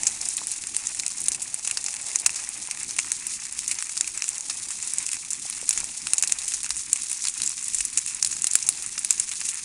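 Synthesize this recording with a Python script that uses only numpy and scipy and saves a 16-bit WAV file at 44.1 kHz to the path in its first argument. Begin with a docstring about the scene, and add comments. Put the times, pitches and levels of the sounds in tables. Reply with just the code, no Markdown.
"""Brush pile burning

A tall pile of dry brush burns in an open field, several metres away. Steam hisses from the wood,
the pile rustles and the flame column rumbles softly. Over that bed countless twigs snap, sap pockets
burst in the sticks with sharp pops, and now and then a log gives a dull knock.
The hardest pops overload the microphone."""
import sys
import numpy as np
from scipy import signal
from scipy.fft import rfft, irfft, next_fast_len
from scipy.io import wavfile

SR = 44100
rng = np.random.default_rng(int(sys.argv[2]) if len(sys.argv) > 2 else 0)


def transcribe(u):
    """Save the signal u as a 16-bit wav file named by the first command-line argument.

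    u: samples, shape (n,) or (channels, n), limited to [-1, 1]; the rate is SR.
    q: integer samples, one column per channel.
    """
    v = np.clip(np.atleast_2d(u).T, -1, 1)
    q = np.round(v * 32767).astype(np.int16)
    wavfile.write(sys.argv[1], SR, q)


N = 425124

# how hard the pile burns, before each layer's trim: time_s, sizzle_db, rustle_db
BLAZE_LEVELS = [(0.0, -33.5, -49.5), (0.67, -34.5, -52), (0.83, -34, -50.5), (1.61, -36, -53.5),
                (1.85, -33.5, -50), (4.59, -35, -51), (4.97, -33.5, -48.5), (5.31, -36, -53),
                (5.72, -32.5, -48.5), (5.98, -34, -51.5), (6.39, -33, -49), (6.82, -34, -53.5),
                (7.22, -33, -50), (7.79, -33.5, -51.5), (8.46, -33, -51), (8.81, -34.5, -50.5),
                (9.29, -33, -50), (9.64, -34, -51)]
# bright sizzle of thin twigs and steam: freq_hz, gain_db
SIZZLE_EQ = [(1500, -40), (3100, -8.5), (3800, -5), (4600, -4), (5600, 1), (6900, 5), (8000, 4),
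             (9000, 4.5), (10200, 3), (12000, -11.5), (14000, -7)]
# midrange rustle inside the pile: freq_hz, gain_db
RUSTLE_EQ = [(400, -34), (650, -24.5), (850, -3.5), (1150, -0.5), (1450, -2.5), (2000, 4), (2650, 6.5),
             (3050, -5.5), (5000, -70)]
# the flame column billows up: centre_s, peak_db, length_s
FLAME_BILLOWS = [(3.6, -58, .12), (5.82, -52, .15), (6.44, -61, .3), (6.75, -55, .14), (7.78, -53, .13)]
# low end of the billows: freq_hz, gain_db
RUMBLE_EQ = [(12, 0), (25, -1), (62, 5), (100, -12.5), (200, -17), (500, -58)]
# soft roar of the flame column: freq_hz, gain_db
ROAR_EQ = [(30, -1), (100, 1.5), (170, 1.5), (310, 1.5), (420, -6.5), (560, -39), (1000, -31)]
# the roar eases very slightly: time_s, level_db
ROAR_FADER = [(0, -58), (9.64, -58.5)]
# gas rushing between the sticks: freq_hz, gain_db
RUSH_EQ = [(200, -12), (400, -5), (550, -4.5), (850, 4), (1100, -8), (1600, -19.5)]
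# the rush comes in waves and dies down: time_s, level_db
RUSH_FADER = [(0, -54), (0.5, -59), (1.6, -58.5), (2.2, -55), (3.5, -68), (4.2, -59.5), (5.2, -65.5),
              (6.2, -57.5), (7.0, -70), (7.9, -73), (8.7, -59), (9.64, -80)]
# base tone of every snap and pop: freq_hz, gain_db
SNAP_EQ = [(120, -29), (550, -29.5), (850, -19.5), (1200, -15.5), (1600, -14.5), (2150, -11), (2700, -5.5),
           (3100, -14), (4200, -6), (4600, -6), (5500, -1.5), (7000, 5), (9000, 3.5), (10200, 1),
           (13000, -16.5), (16000, 0)]
# foreground pops, level as rms if packed into 5 ms: start_s, level_db, pitch_hz, body_db, t60_s
SAP_POPS = [(0.0339, -19, 6550, 6, 0.0072), (0.0679, -10.5, 6100, 7, 0.059),
            (0.2131, -20.5, 5400, -5, 0.024), (0.254, -21.5, 5000, -3, 0.04),
            (0.2872, -17.5, 2300, -28, 0.016), (0.3091, -29, 6000, -5, 0.008),
            (0.3371, -28, 9000, -7, 0.012), (0.3684, -17.5, 10500, -22, 0.025),
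            (0.3805, -28.5, 3900, 25, 0.037), (0.4704, -20, 10400, 6, 0.0047),
            (0.516, -19.5, 3900, -10, 0.045), (0.6385, -25.5, 1600, 12.5, 0.008),
            (0.6699, -25, 9100, 8, 0.014), (0.7467, -28, 4000, 15, 0.013), (0.7658, -16, 9900, 5.5, 0.002),
            (0.948, -29, 9500, 11, 0.004), (0.8693, -19, 6850, 12, 0.042), (0.9922, -26, 7000, -5, 0.013),
            (0.9973, -17.5, 4550, 12.5, 0.026), (1.0346, -29.5, 2190, 17, 0.006),
            (1.0642, -18, 4330, 1, 0.011), (1.0801, -20, 2500, -11, 0.005),
            (1.2035, -23, 10400, -12, 0.017), (1.2164, -25, 9600, -4, 0.0045),
            (1.2406, -24.5, 10400, -12, 0.004), (1.2579, -22, 4430, -1, 0.054),
            (1.2838, -12, 10400, 4.5, 0.022), (1.3178, -19, 5170, 8, 0.11), (1.347, -20.5, 2700, 4, 0.054),
            (1.4195, -16, 2700, -9.0, 0.072), (1.5426, -19.5, 8800, 5, 0.0073),
            (1.6483, -22, 6900, 12, 0.046), (1.6745, -19, 8000, 18, 0.024), (1.7003, -36, 1400, 22, 0.005),
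            (1.7117, -16.5, 2470, 7, 0.017), (1.8419, -23.5, 9000, 10, 0.008),
            (1.7725, -18, 5460, 17, 0.02), (1.863, -18, 5400, 3, 0.021), (1.8841, -26.5, 5700, 19, 0.019),
            (1.9405, -26.5, 9100, 14, 0.0048), (1.9667, -27.5, 2380, 6, 0.008),
            (2.1577, -13.5, 6600, 11.5, 0.015), (2.1868, -26, 5900, -4, 0.033),
            (2.1982, -23.5, 10400, -6, 0.009), (2.2613, -19, 2400, 9, 0.004),
            (2.2628, -8.5, 7800, 17.5, 0.018), (2.294, -25.5, 2400, 16, 0.01),
            (2.4739, -39, 2000, 26, 0.004), (2.4906, -24, 9600, -6, 0.005), (2.3595, -20, 5000, 4, 0.11),
            (2.7115, -19, 2300, 3, 0.01), (2.7731, -29.5, 2000, 12, 0.008),
            (2.8314, -24.5, 7540, -6, 0.014), (2.9088, -26.5, 5900, 9, 0.0061),
            (2.9651, -24, 2600, 0, 0.014), (2.9857, -24, 8500, 5, 0.005),
            (2.9895, -14.5, 2800, 17.5, 0.0078), (2.999, -23, 7500, -4, 0.008),
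            (3.0042, -27, 9000, -3, 0.008), (3.0465, -33, 1600, 18, 0.005), (3.1184, -14.5, 7800, 8, 0.002),
            (3.2676, -20, 10400, 6, 0.024), (3.3376, -22, 2500, -4, 0.049),
            (3.5254, -27.5, 8700, 0, 0.0046), (3.5902, -18, 3000, -2, 0.0079),
            (3.6788, -15, 2600, -19, 0.016), (3.6917, -24, 2300, 5, 0.067), (3.7122, -15, 2230, 8, 0.073),
            (3.7868, -23, 6400, 18, 0.025), (3.8246, -21.5, 10400, 15.5, 0.0067),
            (3.8935, -26, 6500, 19, 0.024), (3.9695, -23, 10400, 14, 0.016), (3.9762, -20, 5200, 6, 0.0065),
            (4.0097, -14.5, 6200, 13, 0.012), (4.0441, -29, 2400, 14, 0.008),
            (4.0757, -19.5, 2510, 2, 0.017), (4.1756, -22.5, 7400, 9, 0.015), (4.2217, -20, 5700, 21, 0.01),
            (4.2414, -23.5, 7300, 18, 0.012), (4.2804, -20, 2500, 3, 0.045),
            (4.2903, -18.5, 8300, -7, 0.005), (4.3813, -25.5, 6900, -3, 0.013),
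            (4.4077, -25, 6800, -8, 0.014), (4.4973, -19, 5000, 15, 0.077),
            (4.7048, -23.5, 7700, 17, 0.061), (4.8261, -22.5, 7200, 6, 0.035),
            (4.8512, -32, 7500, -3, 0.003), (4.8746, -25, 8400, 12.0, 0.021),
            (4.936, -20.5, 9900, -12, 0.013), (4.9838, -17.5, 7400, 5, 0.039),
            (5.0274, -27.5, 7500, 5, 0.012), (5.0645, -22, 8400, 6, 0.004), (5.0902, -22.5, 2700, 2, 0.007),
            (5.1157, -18, 2300, 1, 0.081), (5.1312, -20, 2300, 6.5, 0.018), (5.1423, -22, 2300, 7, 0.073),
            (5.1682, -31.5, 6000, 21, 0.005), (5.3052, -17, 2500, -10, 0.073),
            (5.3324, -21, 7740, -13, 0.004), (5.4993, -23, 10500, 13, 0.0045),
            (5.5261, -25.5, 4200, 11, 0.045), (5.6917, -12, 8450, 3, 0.0043),
            (5.708, -16.5, 7360, 11.5, 0.0089), (5.7281, -19.5, 3380, 6, 0.041),
            (5.7763, -19, 6500, 15, 0.015), (5.8026, -24, 8800, 12, 0.011), (5.8427, -22, 2400, -11, 0.002),
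            (6.0701, -19, 3800, 14.5, 0.012), (6.1345, -10, 8700, 8, 0.0023),
            (6.1819, -14.5, 7300, 4, 0.026), (6.2249, -13.5, 7300, 4, 0.013), (6.236, -17, 6360, 20, 0.02),
            (6.247, -26, 8800, -6, 0.003), (6.2746, -16.5, 4220, -4, 0.028), (6.2958, -26, 3900, 18, 0.016),
            (6.3219, -12.5, 6500, 10, 0.012), (6.3863, -21, 3900, 3, 0.046), (6.4179, -27, 4500, 1, 0.007),
            (6.4558, -36, 6500, 8, 0.012), (6.4795, -15.5, 3000, -6, 0.04), (6.5188, -25, 3500, 6, 0.05),
            (6.5377, -18, 6300, 9, 0.068), (6.6311, -22, 10400, 11, 0.042), (6.6445, -26, 6800, 24, 0.011),
            (6.6633, -28.5, 1500, 13, 0.005), (6.6927, -26, 8900, 13, 0.005),
            (6.7055, -17.5, 5000, 13.5, 0.016), (6.7595, -32, 8000, 0, 0.004),
            (6.7673, -26, 2300, -9, 0.012), (6.7765, -27, 8000, 0, 0.006), (6.794, -30, 7500, 0, 0.006),
            (6.9309, -9.5, 7860, -0.5, 0.0098), (6.9592, -24.5, 8000, 20, 0.012),
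            (6.9648, -32, 2200, 14, 0.003), (7.02, -25, 5700, -1, 0.012), (7.0331, -25, 10400, 4, 0.045),
            (7.0966, -21.5, 2300, -1, 0.051), (7.1152, -22.5, 8400, 11, 0.012),
            (7.1297, -21.5, 10400, -2, 0.0055), (7.2215, -23, 5900, -1, 0.084),
            (7.2406, -22, 4000, 5, 0.017), (7.2524, -21.5, 4800, 16, 0.017), (7.2706, -19, 4200, 11, 0.034),
            (7.2836, -16.5, 3370, -1, 0.01), (7.2951, -24, 8500, 5, 0.018), (7.3505, -34, 3500, 5, 0.006),
            (7.4013, -27.5, 3700, 16.5, 0.02), (7.4188, -17, 4430, 4, 0.004),
            (7.4328, -17.5, 3200, 3, 0.066), (7.4611, -19.5, 6850, 2, 0.038),
            (7.4755, -18, 2300, -2, 0.012), (7.494, -25, 9000, -7, 0.01), (7.5171, -25.5, 5900, -10, 0.014),
            (7.6263, -26, 8000, 4, 0.047), (7.6418, -24, 8500, 1, 0.018), (7.6818, -20, 3200, -11, 0.024),
            (7.7353, -23, 2300, -1, 0.045), (7.7461, -16.5, 7960, 6.5, 0.036),
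            (7.7832, -19, 7700, 11, 0.12), (7.8061, -14, 2200, 4.5, 0.028),
            (7.8512, -15.5, 2300, -16, 0.029), (7.9741, -11.5, 7150, 8.5, 0.031),
            (7.9838, -19.5, 7700, 10, 0.012), (7.9905, -23, 7800, -7, 0.005), (8.062, -23, 8700, 10, 0.01),
            (8.0749, -17.5, 2700, 1.5, 0.17), (8.1468, -23.5, 9400, -14, 0.022),
            (8.227, -12.5, 6300, 3, 0.011), (8.2476, -13.5, 4000, 2, 0.018), (8.2613, -19.5, 3000, 2, 0.04),
            (8.2734, -23, 9100, -2, 0.002), (8.3135, -22, 7400, 5, 0.04), (8.3267, -22, 6500, 16, 0.047),
            (8.3661, -27, 7100, 18, 0.012), (8.4199, -20, 8350, 7, 0.017),
            (8.4427, -15.5, 8450, 12.5, 0.012), (8.4693, -11.5, 3500, -2, 0.025),
            (8.5117, -19.5, 6500, -1, 0.021), (8.5347, -18.5, 9500, 0, 0.0087),
            (8.5543, -7, 8560, 12, 0.012), (8.6261, -20.5, 5940, 0, 0.036), (8.666, -20, 6860, 9, 0.074),
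            (8.6894, -9.5, 9600, 2.5, 0.0035), (8.8238, -26, 10400, 12.5, 0.015),
            (8.8626, -25.5, 8500, 9, 0.0087), (8.9787, -23.0, 5400, 21, 0.02),
            (8.9914, -21.5, 10300, -13, 0.012), (9.0476, -16.5, 10300, 10.5, 0.0076),
            (9.1066, -9.0, 7200, 8, 0.014), (9.1264, -20, 3500, -14, 0.007),
            (9.1785, -25.5, 6200, 12, 0.045), (9.1984, -13.5, 7700, 11, 0.022),
            (9.2918, -26, 7500, 8, 0.007), (9.3151, -22, 3470, 15, 0.053), (9.4051, -25, 8760, 10, 0.009),
            (9.4134, -27.5, 5060, 26, 0.029), (9.4513, -16.5, 2330, -2, 0.14),
            (9.4875, -15.5, 3000, 1.5, 0.07), (9.5439, -26.5, 9600, 1, 0.018)]
# dull knocks from logs deep in the pile: start_s, peak_db, pitch_hz
LOG_KNOCKS = [(0.416, -31, 1030), (2.687, -33.5, 980), (5.454, -37.5, 765), (5.628, -35, 515),
              (5.833, -33, 1080)]
# steep treble cut above 10 kHz, with a narrow band left near 12 kHz: freq_hz, gain_db
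TOP_CUT_EQ = [(9800, 1), (10400, -2.5), (11000, -41.5), (11900, -3), (12900, -67), (16000, -73)]

SPUTTER_HZ = 32   # pace of the flicker in sizzle and rustle
RUMBLE_FLOOR_DB = -69.5   # between the billows
# repeats of a crack: (shortest, longest) delay, level against the first step
SECOND_SPLIT_S, SECOND_SPLIT_DB = (.0002, .0014), -4   # the crack runs on
ECHO_S, ECHO_DB = (.0076, .0093), -16   # slap off the surroundings


def from_db(db):
    """Decibels to gain."""
    return 10 ** (np.asarray(db) / 20)


def unit_rms(x):
    """Scale to rms 1."""
    return x / np.sqrt(np.mean(x ** 2) + 1e-20)


def automation(rows):
    """Draw one curve per level column, with a value at every sample."""
    time_s, *columns = np.transpose(rows)
    return [np.interp(np.arange(N) / SR, time_s, column) for column in columns]


def eq_db(eq, hz):
    """Read an EQ curve on a log-frequency axis."""
    freq_hz, gain_db = np.transpose(eq)
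    return np.interp(np.log(hz + 1), np.log(freq_hz), gain_db)


def drift(rate_hz):
    """Smooth random modulation, rms about 1."""
    hop, warm_up = 40, 2000
    pole = np.exp(-2 * np.pi * rate_hz * hop / SR)
    noise = rng.standard_normal(N // hop + warm_up + 2)
    slow = signal.lfilter([1], [1, -2 * pole, pole * pole], noise)[warm_up:]
    return np.interp(np.arange(N) / hop, np.arange(len(slow)), unit_rms(slow))


def equalise(x, db_at):
    """Minimum-phase EQ with gain db_at(hz): no pre-ring to soften the attacks."""
    size = 2 * next_fast_len(x.shape[-1] // 2 + 1)
    hz = np.arange(size // 2 + 1) * SR / size
    cepstrum = irfft(np.log(from_db(db_at(hz))), size)
    cepstrum[..., 1:size // 2] *= 2
    cepstrum[..., size // 2 + 1:] = 0
    return irfft(rfft(x, size) * np.exp(rfft(cepstrum)), size)[..., :x.shape[-1]]


def coloured(x, eq):
    """Run a sound through an EQ curve and bring it to rms 1."""
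    return unit_rms(equalise(x, lambda hz: eq_db(eq, hz)))


def sizzle(level_db, eq, ticks_per_s, spread_db, steam_db, flicker_db):
    """Flurries of tiny, uneven ticks over a smooth jet of steam, flickering together."""
    fires = rng.random(N) < ticks_per_s * from_db(2 * drift(SPUTTER_HZ)) / SR
    sizes = from_db(spread_db * np.minimum(rng.exponential(1, N), 4))
    ticks = unit_rms(fires * sizes * rng.choice([-1, 1], N))
    steam = from_db(steam_db) * rng.standard_normal(N)
    return from_db(level_db + flicker_db * drift(SPUTTER_HZ)) * coloured(ticks + steam, eq)


def flame(roar_flutter_db, rush_flutter_db, puffing_db):
    """Turbulent gas: low billows, a soft roar and a fast-fluttering rush between the sticks."""
    t = np.arange(N) / SR
    rush_db, = automation(RUSH_FADER)
    roar_db, = automation(ROAR_FADER)
    puffing = from_db(-puffing_db * np.maximum(drift(6.0), 0))   # ducks all but the swells
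    swells = sum(from_db(peak_db) * np.exp(-(2 * (t - centre_s) / length_s) ** 2)
                 for centre_s, peak_db, length_s in FLAME_BILLOWS)
    rumble_gain = np.hypot(from_db(RUMBLE_FLOOR_DB) * puffing, swells)
    rumble = rumble_gain * coloured(rng.standard_normal(N), RUMBLE_EQ)
    roar = from_db(roar_db + roar_flutter_db * drift(7.6)) * coloured(rng.standard_normal(N), ROAR_EQ)
    flutter = np.minimum(drift(18.0), .6)   # the rush flutters, with brief dips deeper than its peaks
    rush = from_db(rush_db + rush_flutter_db * flutter) * coloured(rng.standard_normal(N), RUSH_EQ)
    return rumble + puffing * (roar + rush)


def splitting_wood(rows, ring_db, ring_octaves, scatter_db, scatter_t60_s,
                   crack_db, fibre_db, thinness, size):
    """A two-step crack, a dying spray of tearing fibres, then echo and scatter off branches and ground."""
    start_s, level_db, pitch_hz, body_db, t60_s = np.array(rows, float).T[:, :, None]
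    count = len(rows)
    t = np.arange(size) / SR
    noise, grit = rng.standard_normal((count, 2, size)).transpose(1, 0, 2)
    fibres = from_db(fibre_db * np.repeat(grit, 16, axis=1)[:, :size])
    tearing = fibres * from_db(-60 * t / np.maximum(t60_s, .002))
    scatter = from_db(scatter_db - 60 * t / scatter_t60_s)
    # thin out the spray's low end, then add the cracks as full-range clicks
    hits = signal.lfilter([1, -thinness], [1], (tearing + scatter) * noise)
    hits[:, 0] += from_db(crack_db)
    repeats = [(SECOND_SPLIT_S, SECOND_SPLIT_DB), (ECHO_S, ECHO_DB)]
    for (range_s, repeat_db), chance in zip(repeats, rng.random((count, 2)).T):
        delay = (np.interp(chance, [0, 1], range_s) * SR).astype(int)
        hits[np.arange(count), delay] += from_db(crack_db + repeat_db)

    def stick_tone_db(hz):
        ring = ring_db * np.exp(-.5 * (np.log2((hz + 1) / pitch_hz) / ring_octaves) ** 2)
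        body = body_db / (1 + (hz / 3800) ** 4)   # thick sticks carry more low mids
        return eq_db(SNAP_EQ, hz) + ring + body

    hits = equalise(hits, stick_tone_db)
    energy = np.sum(hits ** 2, axis=1, keepdims=True)
    hits *= from_db(level_db) * np.sqrt(.005 * SR / energy)   # as much energy as 5 ms at level_db
    out = np.zeros(N + size)
    for start, hit in zip(np.clip(start_s[:, 0] * SR, 0, N - 1).astype(int), hits):
        out[start:start + size] += hit
    return out[:N]


def twig_crackle(blaze_db, count, spread_db, body_db, body_spread_db, t60_s):
    """Small twigs snap at random, each with its own strength, pitch, thickness and decay."""
    when, tone = rng.random((2, count))
    strength, thickness, length = np.clip(rng.standard_normal((3, count)), -2, 2)
    level_db = blaze_db[(when * (N - 1)).astype(int)] + spread_db * strength
    pitch_hz = 3300 * 3 ** tone
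    bodies_db = body_db + body_spread_db * thickness
    decays_s = t60_s * 2 ** (1.05 * length)
    snaps = np.column_stack([when * N / SR, level_db, pitch_hz, bodies_db, decays_s])
    return splitting_wood(snaps, ring_db=7.0, ring_octaves=.15, scatter_db=-18, scatter_t60_s=.04,
                          crack_db=15, fibre_db=3.0, thinness=.4, size=1024)


def sap_pops():
    """Sap pockets burst the sticks open: hard attacks, with tails that die fast in the open field."""
    return splitting_wood(SAP_POPS, ring_db=8.0, ring_octaves=.28, scatter_db=-17, scatter_t60_s=.06,
                          crack_db=13, fibre_db=4.5, thinness=.56, size=2048)


def log_knocks(ring_cycles, thud_db, thud_t60_s, size=2048):
    """A muffled burst inside a log sets it ringing for a few cycles."""
    out, t = np.zeros(N + size), np.arange(size) / SR
    for start_s, peak_db, pitch_hz in LOG_KNOCKS:
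        ring = np.sin(2 * np.pi * pitch_hz * t) * from_db(-60 * t * pitch_hz / ring_cycles)
        thud = from_db(thud_db - 60 * t / thud_t60_s) * rng.standard_normal(size)
        thud[0] = 1   # the attack
        knock = signal.fftconvolve(thud, ring)[:size]
        start = int(start_s * SR)
        out[start:start + size] += from_db(peak_db) * knock / np.abs(knock).max()
    return out[:N]


def scene():
    """The mono mix: pops up front, crackle and sizzle behind, logs and flame underneath."""
    sizzle_db, rustle_db = automation(BLAZE_LEVELS)
    pops = sap_pops()
    twigs = twig_crackle(sizzle_db - 1.67, count=900, spread_db=3.0,
                         body_db=1.5, body_spread_db=6.0, t60_s=.008)
    hiss = sizzle(sizzle_db - 3, SIZZLE_EQ, ticks_per_s=700, spread_db=2, steam_db=2.5, flicker_db=2.7)
    rustle = sizzle(rustle_db - .4, RUSTLE_EQ, ticks_per_s=700, spread_db=-2, steam_db=1.5, flicker_db=3)
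    logs = log_knocks(ring_cycles=10, thud_db=-18, thud_t60_s=.0081)
    flames = flame(roar_flutter_db=2.5, rush_flutter_db=5.0, puffing_db=2.5)
    return (pops + twigs + hiss + rustle + logs + flames)[None]


def record(dry):
    """The top is dulled and the hardest pops are soft-clipped; a steep high cut follows."""
    ceiling, cutoff_hz = .8, 17000
    dulled = equalise(dry, lambda hz: eq_db(TOP_CUT_EQ, hz))
    clipped = dulled / (1 + (dulled / ceiling) ** 12) ** (1 / 12)
    return signal.sosfilt(signal.cheby2(14, 70, cutoff_hz, fs=SR, output="sos"), clipped)


dry = scene()
out = record(dry)
transcribe(out)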